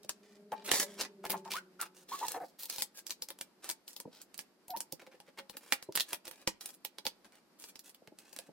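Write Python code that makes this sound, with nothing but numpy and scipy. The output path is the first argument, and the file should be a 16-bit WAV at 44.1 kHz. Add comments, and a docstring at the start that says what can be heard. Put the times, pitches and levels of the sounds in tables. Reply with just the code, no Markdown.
"""Over a faint hum in a quiet room, plastic toy bricks scrape and click on a wooden table.
The hum, like a motor passing outside, sinks in pitch and fades. Sliding edges catch on tiny bumps,
nudge loose pieces and squeak as they stick and slip on the varnish. Fingers thud on the table top,
and each click rings a hollow brick and the wood. Later, studs creak as they are pressed into sockets."""
import sys
import numpy as np
from scipy import signal
from scipy.fft import rfft, irfft, next_fast_len
from scipy.io import wavfile
from scipy.ndimage import map_coordinates

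SR = 44100
rng = np.random.default_rng(int(sys.argv[2]) if len(sys.argv) > 2 else 0)


def transcribe(u):
    """Save the signal u as a 16-bit wav file named by the first command-line argument.

    u: samples, shape (n,) or (channels, n), limited to [-1, 1]; the rate is SR.
    q: integer samples, one column per channel.
    """
    v = np.clip(np.atleast_2d(u).T, -1, 1)
    q = np.round(v * 32767).astype(np.int16)
    wavfile.write(sys.argv[1], SR, q)


N = 375732

# bricks and fingers sliding: t/s, length/s, level/dB, brightness/dB per octave, brick's hollow/Hz
SLIDE_STROKES = [(0.032, 0.025, -57.5, -1, 5700), (0.226, 0.16, -68.5, -5, 6500),
                 (0.547, 0.093, -62.5, -10, 4700), (0.647, 0.043, -43.5, 1, 8400),
                 (.68, 0.041, -38.5, -6.5, 2150), (0.712, 0.13, -29.5, 1, 7300),
                 (0.862, 0.13, -56.5, -4, 8600), (.985, .045, -39, -3, 5760),
                 (1.03, 0.039, -45, -6.5, 5960), (1.239, 0.028, -44.5, -0.5, 1540),
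                 (1.298, 0.037, -38, 0.5, 13000), (1.357, 0.051, -58, -2, 6500),
                 (1.448, 0.038, -57.5, -6, 6500), (1.506, .035, -36, 0, 3530), (1.545, 0.05, -42, -2, 1420),
                 (1.796, 0.083, -49.5, -2.5, 1500), (1.949, 0.096, -61.5, 0, 7300),
                 (2.085, 0.29, -47, 0, 7000), (2.396, 0.12, -65, 4.5, 4820), (2.592, 0.068, -40.5, 7, 3900),
                 (2.69, .135, -43.5, 4, 4430), (2.95, 0.058, -50.5, 2.5, 6000),
                 (3.065, 0.013, -54, 1, 6000), (3.096, 0.028, -49, -1, 5500), (3.63, 0.094, -48, -2, 8600),
                 (3.871, 0.076, -56.5, 2, 7000), (4.118, 0.12, -61, -0.5, 4500),
                 (4.395, .025, -52.5, 4, 7000), (5.611, 0.14, -59, -2, 9250),
                 (5.951, 0.058, -42.5, -0.5, 4300), (6.068, 0.066, -51.5, 1.5, 8000),
                 (6.124, 0.025, -42, -4, 11340), (6.25, 0.035, -50, -3.5, 8000),
                 (6.327, 0.11, -61.5, -4, 8600), (6.609, 0.1, -52.5, 1, 8000), (6.731, .02, -57, 2.5, 9000),
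                 (7.245, 0.026, -62, -7.5, 9200), (7.322, .08, -64.5, -4.5, 9200),
                 (7.59, 0.12, -54, 2, 8000), (7.844, 0.059, -55, 1, 7960), (8.176, 0.31, -65, -3.5, 8000)]
# the tones a hollow brick rings with: f/Hz, level/dB, t60/s (the time to fade by 60 dB)
BRICK_MODES = [(1690, -1, .05), (1880, -1, .05), (2420, 1, .05), (2900, -2, .04), (3160, -2, .04),
               (3530, -2, .04), (4150, -1, .035), (4450, 0, .035), (5300, -3, .03), (6400, -5, .025),
               (7400, -5, .02), (9100, -5, .02)]
# low wooden knock tones, plus a ring near 900 Hz at the squeaks' pitch: f/Hz, level/dB, t60/s
KNOCK_TONES = [(140, -17.5, 0.024), (204, -6, 0.81), (315, -2, 0.084), (414, -11, 0.065), (539, 3.5, 0.19),
               (673, -6, 0.11), (871.3, 1.5, 0.26), (957, -2.5, 0.15)]
# a thumb grinds studs into their sockets: t/s, length/s, level/dB
STUD_PRESSES = [(4.995, .045, -55.5), (5.064, 0.0079, -47), (5.115, 0.048, -63), (5.262, 0.039, -60.5),
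                (5.376, 0.027, -45), (5.53, .032, -58.5)]
PAN_DB = -1  # left minus right: the pile lies a little to the right


def amp(db):
    """Turn decibels into a gain."""
    return 10 ** (np.asarray(db) / 20)


def unit(x):
    """Scale a signal to an average strength (rms) of 1."""
    return x / np.sqrt(np.mean(x ** 2) + 1e-20)


def along(points, hz):
    """Read between (f/Hz, value) points on a logarithmic frequency axis."""
    point_hz, values = np.transpose(points)
    return np.interp(np.log(hz + 1), np.log(point_hz), values)


def clock(seconds):
    """The sample times of a short stretch."""
    return np.arange(int(seconds * SR)) / SR


def wobble(rate, n):
    """A smooth random curve, n samples long, through `rate` random values a second."""
    return map_coordinates(rng.standard_normal(int(n * rate / SR) + 4), [np.arange(n) * rate / SR])


def filtered(x, gain):
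    """Multiply the spectrum of x by a gain that depends on frequency."""
    n = x.shape[-1]
    padded = next_fast_len(n + 2048)
    return irfft(rfft(x, padded) * gain(np.fft.rfftfreq(padded, 1 / SR)), padded)[..., :n]


def shaped(x, spectrum):
    """Filter x with a curve of (f/Hz, level/dB) points."""
    return filtered(x, lambda hz: amp(along(spectrum, hz)))


def coloured(x, spectrum, tilt, hollow_hz, hollow_db, hollow_octaves=0.45, hinge_hz=2200):
    """Harder contacts are brighter by `tilt` dB per octave; the brick's hollow lifts one broad band."""
    def gain(hz):
        hollow = hollow_db * np.exp(-.5 * (np.log2((hz + 1) / hollow_hz) / hollow_octaves) ** 2)
        brightness = tilt * np.log2(1 + (hz / hinge_hz) ** 2) / 2
        return amp(along(spectrum, hz) + hollow + brightness)
    return filtered(x, gain)


def add(track, start, sound):
    """Mix a sound into a track at `start` seconds."""
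    part = track[..., max(round(start * SR), 0):][..., :sound.shape[-1]]
    part += sound[..., :part.shape[-1]]


def ring(modes, scatter_db, detune):
    """The ringing after one blow, with energy 1; the spot struck changes each tone's share."""
    t = clock(.15)
    hz, db, t60 = np.transpose(modes)[:, :, None]
    size, shift, sign = rng.standard_normal((3, len(modes), 1))
    hz = hz * np.exp(detune * rng.standard_normal())  # every piece and spot has its own pitch
    fades = np.sign(sign) * amp(db + scatter_db * size - 60 * t / t60)
    ringing = np.sum(fades * np.sin(2 * np.pi * hz * (1 + detune * shift) * t), 0)
    return ringing / np.linalg.norm(ringing)


def placed(x, pan_db, lag_spread_samples=2.25):
    """Sound from a spot on the table reaches left and right with its own balance and tiny delay."""
    lag = lag_spread_samples * rng.standard_normal()
    sides = np.array([[.5], [-.5]])
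    return filtered(x, lambda hz: amp(sides * pan_db) * np.exp(2j * np.pi * hz / SR * lag * sides))


def quiet_room(level_db=-70):
    """A low rumble, much alike in both ears, and a faint hiss that differs between them."""
    # the room's background noise: f/Hz, level/dB
    noise_spectrum = [(20, -60), (50, -10.5), (100, -22), (190, 3), (320, 4), (450, -1), (800, -5.5),
                      (1600, -11), (3500, -18.5), (4800, -14.5), (6200, -21.5), (14500, -24),
                      (16000, -70.5)]
    mid, side = shaped(rng.standard_normal((2, N)), noise_spectrum)
    side = shaped(side, [(200, -9), (900, -6), (3000, 0.5)])
    return amp(level_db + wobble(19, N)) * np.array([mid + side, mid - side]) / np.std(mid)


def motor(blur_db=-5, blur_rate=70):
    """A far motor hums through the wall and sinks as it passes; many paths make each tone waver."""
    # the passing motor: t/s, pitch/Hz, level/dB
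    passing = [(0, 205.4, -66.5), (.9, 204, -54), (1.151, 197, -60), (1.35, 193.3, -47.5),
               (1.55, 187.7, -62.5), (1.8, 184.7, -67), (3.199, 185.5, -83.5)]
    # its lowest harmonics: multiple of the pitch, level/dB
    harmonics = [(1, -6), (2, -3.5), (3, -15)]
    times, hz, db = np.transpose(passing)
    t = np.arange(N) / SR
    pitch = np.interp(t, times, hz) * (1 + 0.0027 * wobble(20, N))
    phase = 2 * np.pi * np.cumsum(pitch) / SR
    hum = np.zeros(N)
    for multiple, level in harmonics:
        waver = 1 + amp(blur_db) * (wobble(blur_rate, N) + 1j * wobble(blur_rate, N))  # level and phase
        hum += amp(level) * np.real(waver * np.exp(1j * multiple * phase))
    return amp(np.interp(t, times, db)) * unit(hum)


def friction(strokes, tick_rate, spread_db, rise_s, fall_s, shell_db, knock_db, judder_db=3.5):
    """An edge catches on tiny bumps in clumps of ticks; each tick rings the brick and the knock tones."""
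    # the tone colour of rubbing: f/Hz, level/dB
    rub_spectrum = [(30, -17.5), (120, -19.5), (300, 7.5), (1500, 4.5), (4800, 4), (6500, 1.5), (11000, 0),
                    (15500, -2)]
    out, t = np.zeros((2, N)), clock(.5)
    n = len(t)
    for start, length, db, tilt, hollow_hz in strokes:
        sizes = amp(spread_db * np.minimum(rng.exponential(size=n), 3) + judder_db * wobble(170, n))
        ticks = (rng.random(n) < tick_rate / SR) * sizes * rng.choice([-1, 1], n)
        fade_in = np.exp(-np.logaddexp(0, (2 * rise_s - t) * 2 / rise_s))
        fade_out = np.exp(-np.logaddexp(0, (t - length - rise_s) / fall_s))
        sag = amp(0.5 * (.5 - np.minimum(t / length, 1)))  # half a dB is lost as the hand slows
        rub = unit(coloured(ticks, rub_spectrum, tilt, hollow_hz, hollow_db=5.5))
        rub *= fade_in * fade_out * sag
        shell = amp(shell_db) * ring(BRICK_MODES, scatter_db=2, detune=.06)
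        tones = amp(knock_db) * ring(KNOCK_TONES, scatter_db=2, detune=.03)
        scrape = rub + signal.fftconvolve(rub, shell + tones)[:n]
        add(out, start - 2 * rise_s, placed(amp(db) * scrape, PAN_DB))
    return out


def slides(gain_db=-3):
    """Bricks slide over the varnish, with ticks so dense that they blend into a scrape."""
    return amp(gain_db) * friction(SLIDE_STROKES, tick_rate=4500, spread_db=4, rise_s=.006,
                                   fall_s=0.0024, shell_db=-11.5, knock_db=-20)


def nudges(count=2, louder_db=4, spread_db=2, extra_tilt=2.3, knock_db=-22):
    """Every slide taps a few loose pieces at random moments; gives extra rows for clicks()."""
    rows = []
    for start, length, db, tilt, hollow_hz in SLIDE_STROKES:
        for when, force in rng.random((count, 2)):
            level = db + louder_db + spread_db * (2 * force - 1)
            rows.append((start + when * length, level, tilt + extra_tilt, hollow_hz, knock_db))
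    return rows


def bumps(band_hz=(130, 600), push_t60=0.016, damping_t60=0.027, press_db=-53.5, gain_db=-3):
    """Soft fingers push on the table, so only the low knock tones answer."""
    # soft bumps of fingers and bricks on the table: t/s, level/dB
    touches = [(0.042, -51), (.52, -38.5), (1.238, -53), (1.333, -41), (2.417, -50), (4.051, -41.5),
               (4.074, -44.5), (4.925, -43.5), (5.886, -36.5), (8.018, -53.5), (8.075, -51.5),
               (8.117, -50.5), (8.487, -48.5)]
    mid_presses = [(start + length / 2, press_db) for start, length, _ in STUD_PRESSES]
    out, t = np.zeros(N), clock(.15)
    contact = np.sqrt(.008 * SR)  # gives a thud the energy of 8 ms at its level
    softness = signal.butter(3, band_hz, "bandpass", fs=SR, output="sos")
    for start, db in touches + mid_presses:
        push = rng.standard_normal(len(t)) * t * amp(-60 * t / push_t60)  # flesh yields: force builds up
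        tones = ring(KNOCK_TONES, scatter_db=2.2, detune=0.027) * amp(-60 * t / damping_t60)
        thud = signal.sosfilt(softness, signal.fftconvolve(push, tones)[:len(t)])
        add(out, start, amp(db + gain_db) * contact * thud / np.linalg.norm(thud))
    return out


def snap(t, grit, scuff_db=-11, scuff_t60=0.01, crush_t60=0.0067):
    """Two edges scuff, give way in one spike at t = 0 and crush briefly; the energy is 1."""
    envelope = amp(np.where(t < 0, scuff_db + 60 * t / scuff_t60, -60 * t / crush_t60))
    noise = rng.standard_normal(len(t)) * envelope
    spectrum = rfft(grit * noise / np.linalg.norm(noise) + (t == 0))
    crack = irfft(spectrum / np.sqrt(np.abs(spectrum) + 1e-9), len(t))  # evens out peaks and dips
    return crack / np.linalg.norm(crack)


def clicks(shell_db=-15, knock_gain_db=-3, knock_t60=0.011, damping_t60=.07, pan_spread_db=2.5):
    """One edge snaps against another: a short crack, the brick's ring and a hand-damped knock."""
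    # firm contacts: t/s, level/dB, brightness/dB per octave, brick's hollow/Hz, knock/dB
    contacts = [(0.094, -29.5, -1, 7100, -14.5), (0.5202, -44.5, -0.5, 1500, 2.5),
                (0.7164, -22, -4.5, 9500, -6.5), (0.7366, -29.5, -5, 6800, -0.5),
                (0.762, -37, 4, 7100, -22), (0.801, -36.5, -3.5, 7200, -43), (0.8294, -31.5, 16, 8500, -9),
                (1.0111, -29, 0, 6500, -11), (1.2992, -32.5, -0.5, 14000, -2.5),
                (1.304, -27, 1.5, 14100, -30), (1.8138, -28.5, 4, 9700, -32.5),
                (2.284, -31, 3.5, 6700, -24), (2.3195, -34, 6, 7600, -15), (2.6998, -30.5, 4, 5400, -48.5),
                (2.7841, -33.5, 5.5, 4800, -8.5), (2.809, -37.5, 5, 6850, -13.5),
                (2.8221, -25, 2, 8250, -18.5), (3.0678, -37, 4, 6000, -34), (3.107, -30.5, 4, 5400, -24),
                (3.2227, -30, 6.5, 4900, -19), (3.2877, -40.5, 2, 6800, -11),
                (3.3046, -38, -2.5, 13400, -8.5), (3.3887, -49, 0, 8500, -11),
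                (3.4122, -33.5, -1.5, 9800, -18), (3.6915, -32.5, 1.5, 6800, -12.5),
                (3.7, -30, 3.5, 7600, -33), (3.7135, -36.5, 2, 7600, -33), (3.8796, -38.5, 6.5, 3800, -33),
                (3.9648, -38.5, 6, 4600, -15), (4.0016, -38.5, 2.5, 7700, -8),
                (4.2168, -43, 5.5, 6800, -38), (4.3436, -46.5, -1, 7700, -38), (4.3788, -38, 11, 4700, -41),
                (4.3914, -36.5, -2, 7300, -14), (4.6826, -47, 4.5, 9200, -6),
                (4.705, -40.5, 6.5, 4300, -7.5), (4.7649, -40, 1, 10700, -1.5),
                (4.7725, -33, 11, 4900, -12), (4.8056, -31.5, 2.5, 8000, -19),
                (4.9245, -32.5, 8.5, 4550, -13), (5.2024, -50.5, -4.5, 9000, -1),
                (5.4973, -40.5, 5, 3800, -6), (5.5697, -37, 4.5, 1500, -12), (5.7242, -19, 0.5, 2000, -11),
                (5.8267, -42, 0.5, 8000, -13), (5.924, -47.5, 1, 5200, -15),
                (5.9546, -27.5, 0.5, 11200, -11.5), (5.9598, -25.5, 4.5, 10700, -24),
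                (5.975, -26.5, -4, 9500, -19.5), (5.999, -27.5, 3, 4100, -35),
                (6.0073, -23, 2.5, 4100, -30), (6.132, -29.5, -2, 12700, -12.5),
                (6.2796, -40, -1, 10400, -7.5), (6.3125, -43, -1, 12400, -13),
                (6.4754, -23.5, -3.5, 6500, -3.5), (6.61, -41, 2.5, 5300, -31),
                (6.659, -35, 2.5, 9100, -33), (6.85, -32, -0.5, 13500, -12.5), (6.985, -40, -1, 4300, -7),
                (7.0541, -35.5, 2.5, 3800, -2.5), (7.067, -26, 1, 4450, -9), (7.6403, -44, -0.5, 7100, -9),
                (7.757, -46, -1, 6050, -11), (7.7934, -44, 5.5, 5800, -33), (7.947, -51, 3.5, 3220, -21.5),
                (8.0748, -51.5, -2, 1700, -12), (8.188, -47.5, 2.5, 7550, -30),
                (8.3302, -46, 3.5, 8100, -8.5), (8.364, -41.5, -1.5, 9000, -10.5),
                (8.3889, -38, -2, 9500, -4.5)]
    # the tone colour of a crack: f/Hz, level/dB
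    crack_spectrum = [(30, -9), (150, -7), (600, -0.5), (1500, 1.5), (4800, 4.5), (6500, -1), (11000, 0),
                      (15500, -3)]
    out, t = np.zeros((2, N)), clock(.15)
    contact = np.sqrt(.003 * SR)  # gives a crack the energy of 3 ms at its level
    lead = SR // 80  # samples of scuffing before the spike
    for start, db, tilt, hollow_hz, knock_db in contacts + nudges():
        grit = np.interp(db, [-45, -22], [2.6, .9])  # light touches graze, hard ones crack cleanly
        blow = snap(np.arange(-lead, len(t)) / SR, grit)
        blow[lead:] += amp(shell_db) * ring(BRICK_MODES, scatter_db=2, detune=.05)
        hit = coloured(blow, crack_spectrum, tilt, hollow_hz, hollow_db=7.5)
        hit /= np.linalg.norm(hit)
        push = rng.standard_normal(len(t)) * amp(-60 * t / knock_t60)
        tones = ring(KNOCK_TONES, scatter_db=1, detune=.025) * amp(-60 * t / damping_t60)
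        knock = signal.fftconvolve(push, tones)[:len(t)]
        hit[lead:] += amp(knock_db + knock_gain_db) * knock / np.linalg.norm(knock)
        pan_db = PAN_DB + pan_spread_db * rng.standard_normal()
        add(out, start - lead / SR, placed(amp(db) * contact * hit, pan_db))
    return out


def squeaks(attack_s=0.0024, release_s=0.01, arch_octaves=0.079, jitter=0.24, rasp_db=-6, ring_db=-28):
    """Plastic sticks and slips hundreds of times a second; uneven slips turn the squeak into a rasp."""
    # squeaks on the varnish: t/s, length/s, pitch/Hz, glide/octaves, level/dB, roughness/0-1
    skids = [(0.519, 0.025, 853, -0.12, -35.5, 0.42), (1.239, .022, 887, -0.24, -42, 1),
             (1.33, 0.029, 928, -0.04, -40, 0.7), (1.454, 0.041, 944, -0.2, -49, 0.48),
             (1.538, 0.054, 1276, 0.74, -42.5, 0), (1.792, .054, 1385, -.1, -48, 0.2),
             (2.117, 0.039, 1076, 0.33, -39, 0.25), (2.212, 0.04, 914, 0.22, -36.5, 0.3),
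             (2.34, 0.043, 745, -0.15, -40.5, 0.78), (2.401, 0.045, 752, -0.32, -42.5, 0.46),
             (4.695, 0.044, 749, -0.06, -46, .05), (4.699, .014, 13500, 0, -48, 0.14),
             (4.737, 0.024, 923, 0.2, -38.5, .05)]
    # the tone colour of the rasp: f/Hz, level/dB
    rasp_spectrum = [(100, -44.5), (350, 4.5), (900, -2.5), (1800, -3.5), (4000, -35.5), (9000, -23)]
    out, t = np.zeros(N), clock(.1)
    for start, length, middle_hz, octaves, db, rough in skids:
        progress = 2 * np.minimum(t / length, 1) - 1  # -1 at the start, 1 at the end
        # the slip is fastest in the middle, which bends the glide into an arch
        pitch = middle_hz * 2 ** (octaves * progress / 2 - arch_octaves * progress ** 2)
        pitch *= 1 + jitter * rough * wobble(800, len(t))
        phase = 2 * np.pi * np.cumsum(pitch) / SR
        overtones = (np.sin(2 * phase) + .5 * np.sin(3 * phase)) * (3 * middle_hz < SR / 2)
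        slips = np.sin(phase) + amp(-28 + 16.12 * rough) * overtones
        rasp = shaped(rng.standard_normal(len(t)), rasp_spectrum)
        flutter = amp(5.3 * rough * wobble(382, len(t)))
        squeak = unit(slips * flutter) + amp(rasp_db) * rough * unit(rasp)
        grip = np.clip(t / attack_s, 0, 1) * np.clip((length - t) / release_s + .5, 0, 1)
        add(out, start, amp(db) * grip * unit(squeak))
    tones = ring(KNOCK_TONES, scatter_db=0.74, detune=0)
    return out + amp(ring_db) * signal.fftconvolve(out, tones)[:N]


def creaks(gain_db=-1, tilt=-4, hollow_hz=2000):
    """A tight stud gives way in separate small slips as it is pressed into its socket."""
    strokes = [(start, length, db, tilt, hollow_hz) for start, length, db in STUD_PRESSES]
    return amp(gain_db) * friction(strokes, tick_rate=1500, spread_db=4.5, rise_s=.003,
                                   fall_s=0.0042, shell_db=-21, knock_db=-12)


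def reflections(x, near_t60=0.077, near_db=-6, far_db=-18):
    """The table, hands and booklet scatter each sound at once; the walls add a faint longer tail."""
    # how long the room echoes: f/Hz, t60/s
    room_decay = [(150, .3), (1000, 0.32), (5000, 0.2), (15000, 0.11)]
    out, hop = np.zeros((2, N)), SR // 4
    for start in range(0, N, hop):  # each quarter second gets its own random echo
        hz, frame_times, bands = signal.stft(rng.standard_normal((4, hop)), SR, nperseg=128)
        fades = amp(-60 * frame_times / along(room_decay, hz)[:, None])
        far = signal.istft(bands[:2] * fades, SR, nperseg=128)[1]
        t = np.arange(far.shape[1]) / SR
        near = rng.standard_normal(far.shape) * amp(-60 * t / near_t60) * (1 - np.exp(-t / 0.0026))
        near = amp(near_db) * near / np.linalg.norm(near[0])
        mid, side = near + amp(far_db) * far / np.linalg.norm(far[0])
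        # left and right differ most in the treble
        side = shaped(side, [(300, 1), (900, -2), (2500, 1.5), (9000, 4)])
        tail = np.array([mid + side, mid - side]) / np.sqrt(2)
        add(out, start / SR, signal.fftconvolve(x[:, start:start + hop], tail, axes=1))
    return out


def scene():
    """Bricks on the table, their reflections, the far motor and the quiet room."""
    bricks = clicks() + slides() + creaks() + squeaks() + bumps()
    return bricks + reflections(bricks) + motor() + quiet_room()


def record(dry):
    """The very highest treble is cut off steeply."""
    top_hz = 16100
    return filtered(dry, lambda hz: 1 / np.sqrt(1 + (hz / top_hz) ** 160))


dry = scene()
out = record(dry)
transcribe(out)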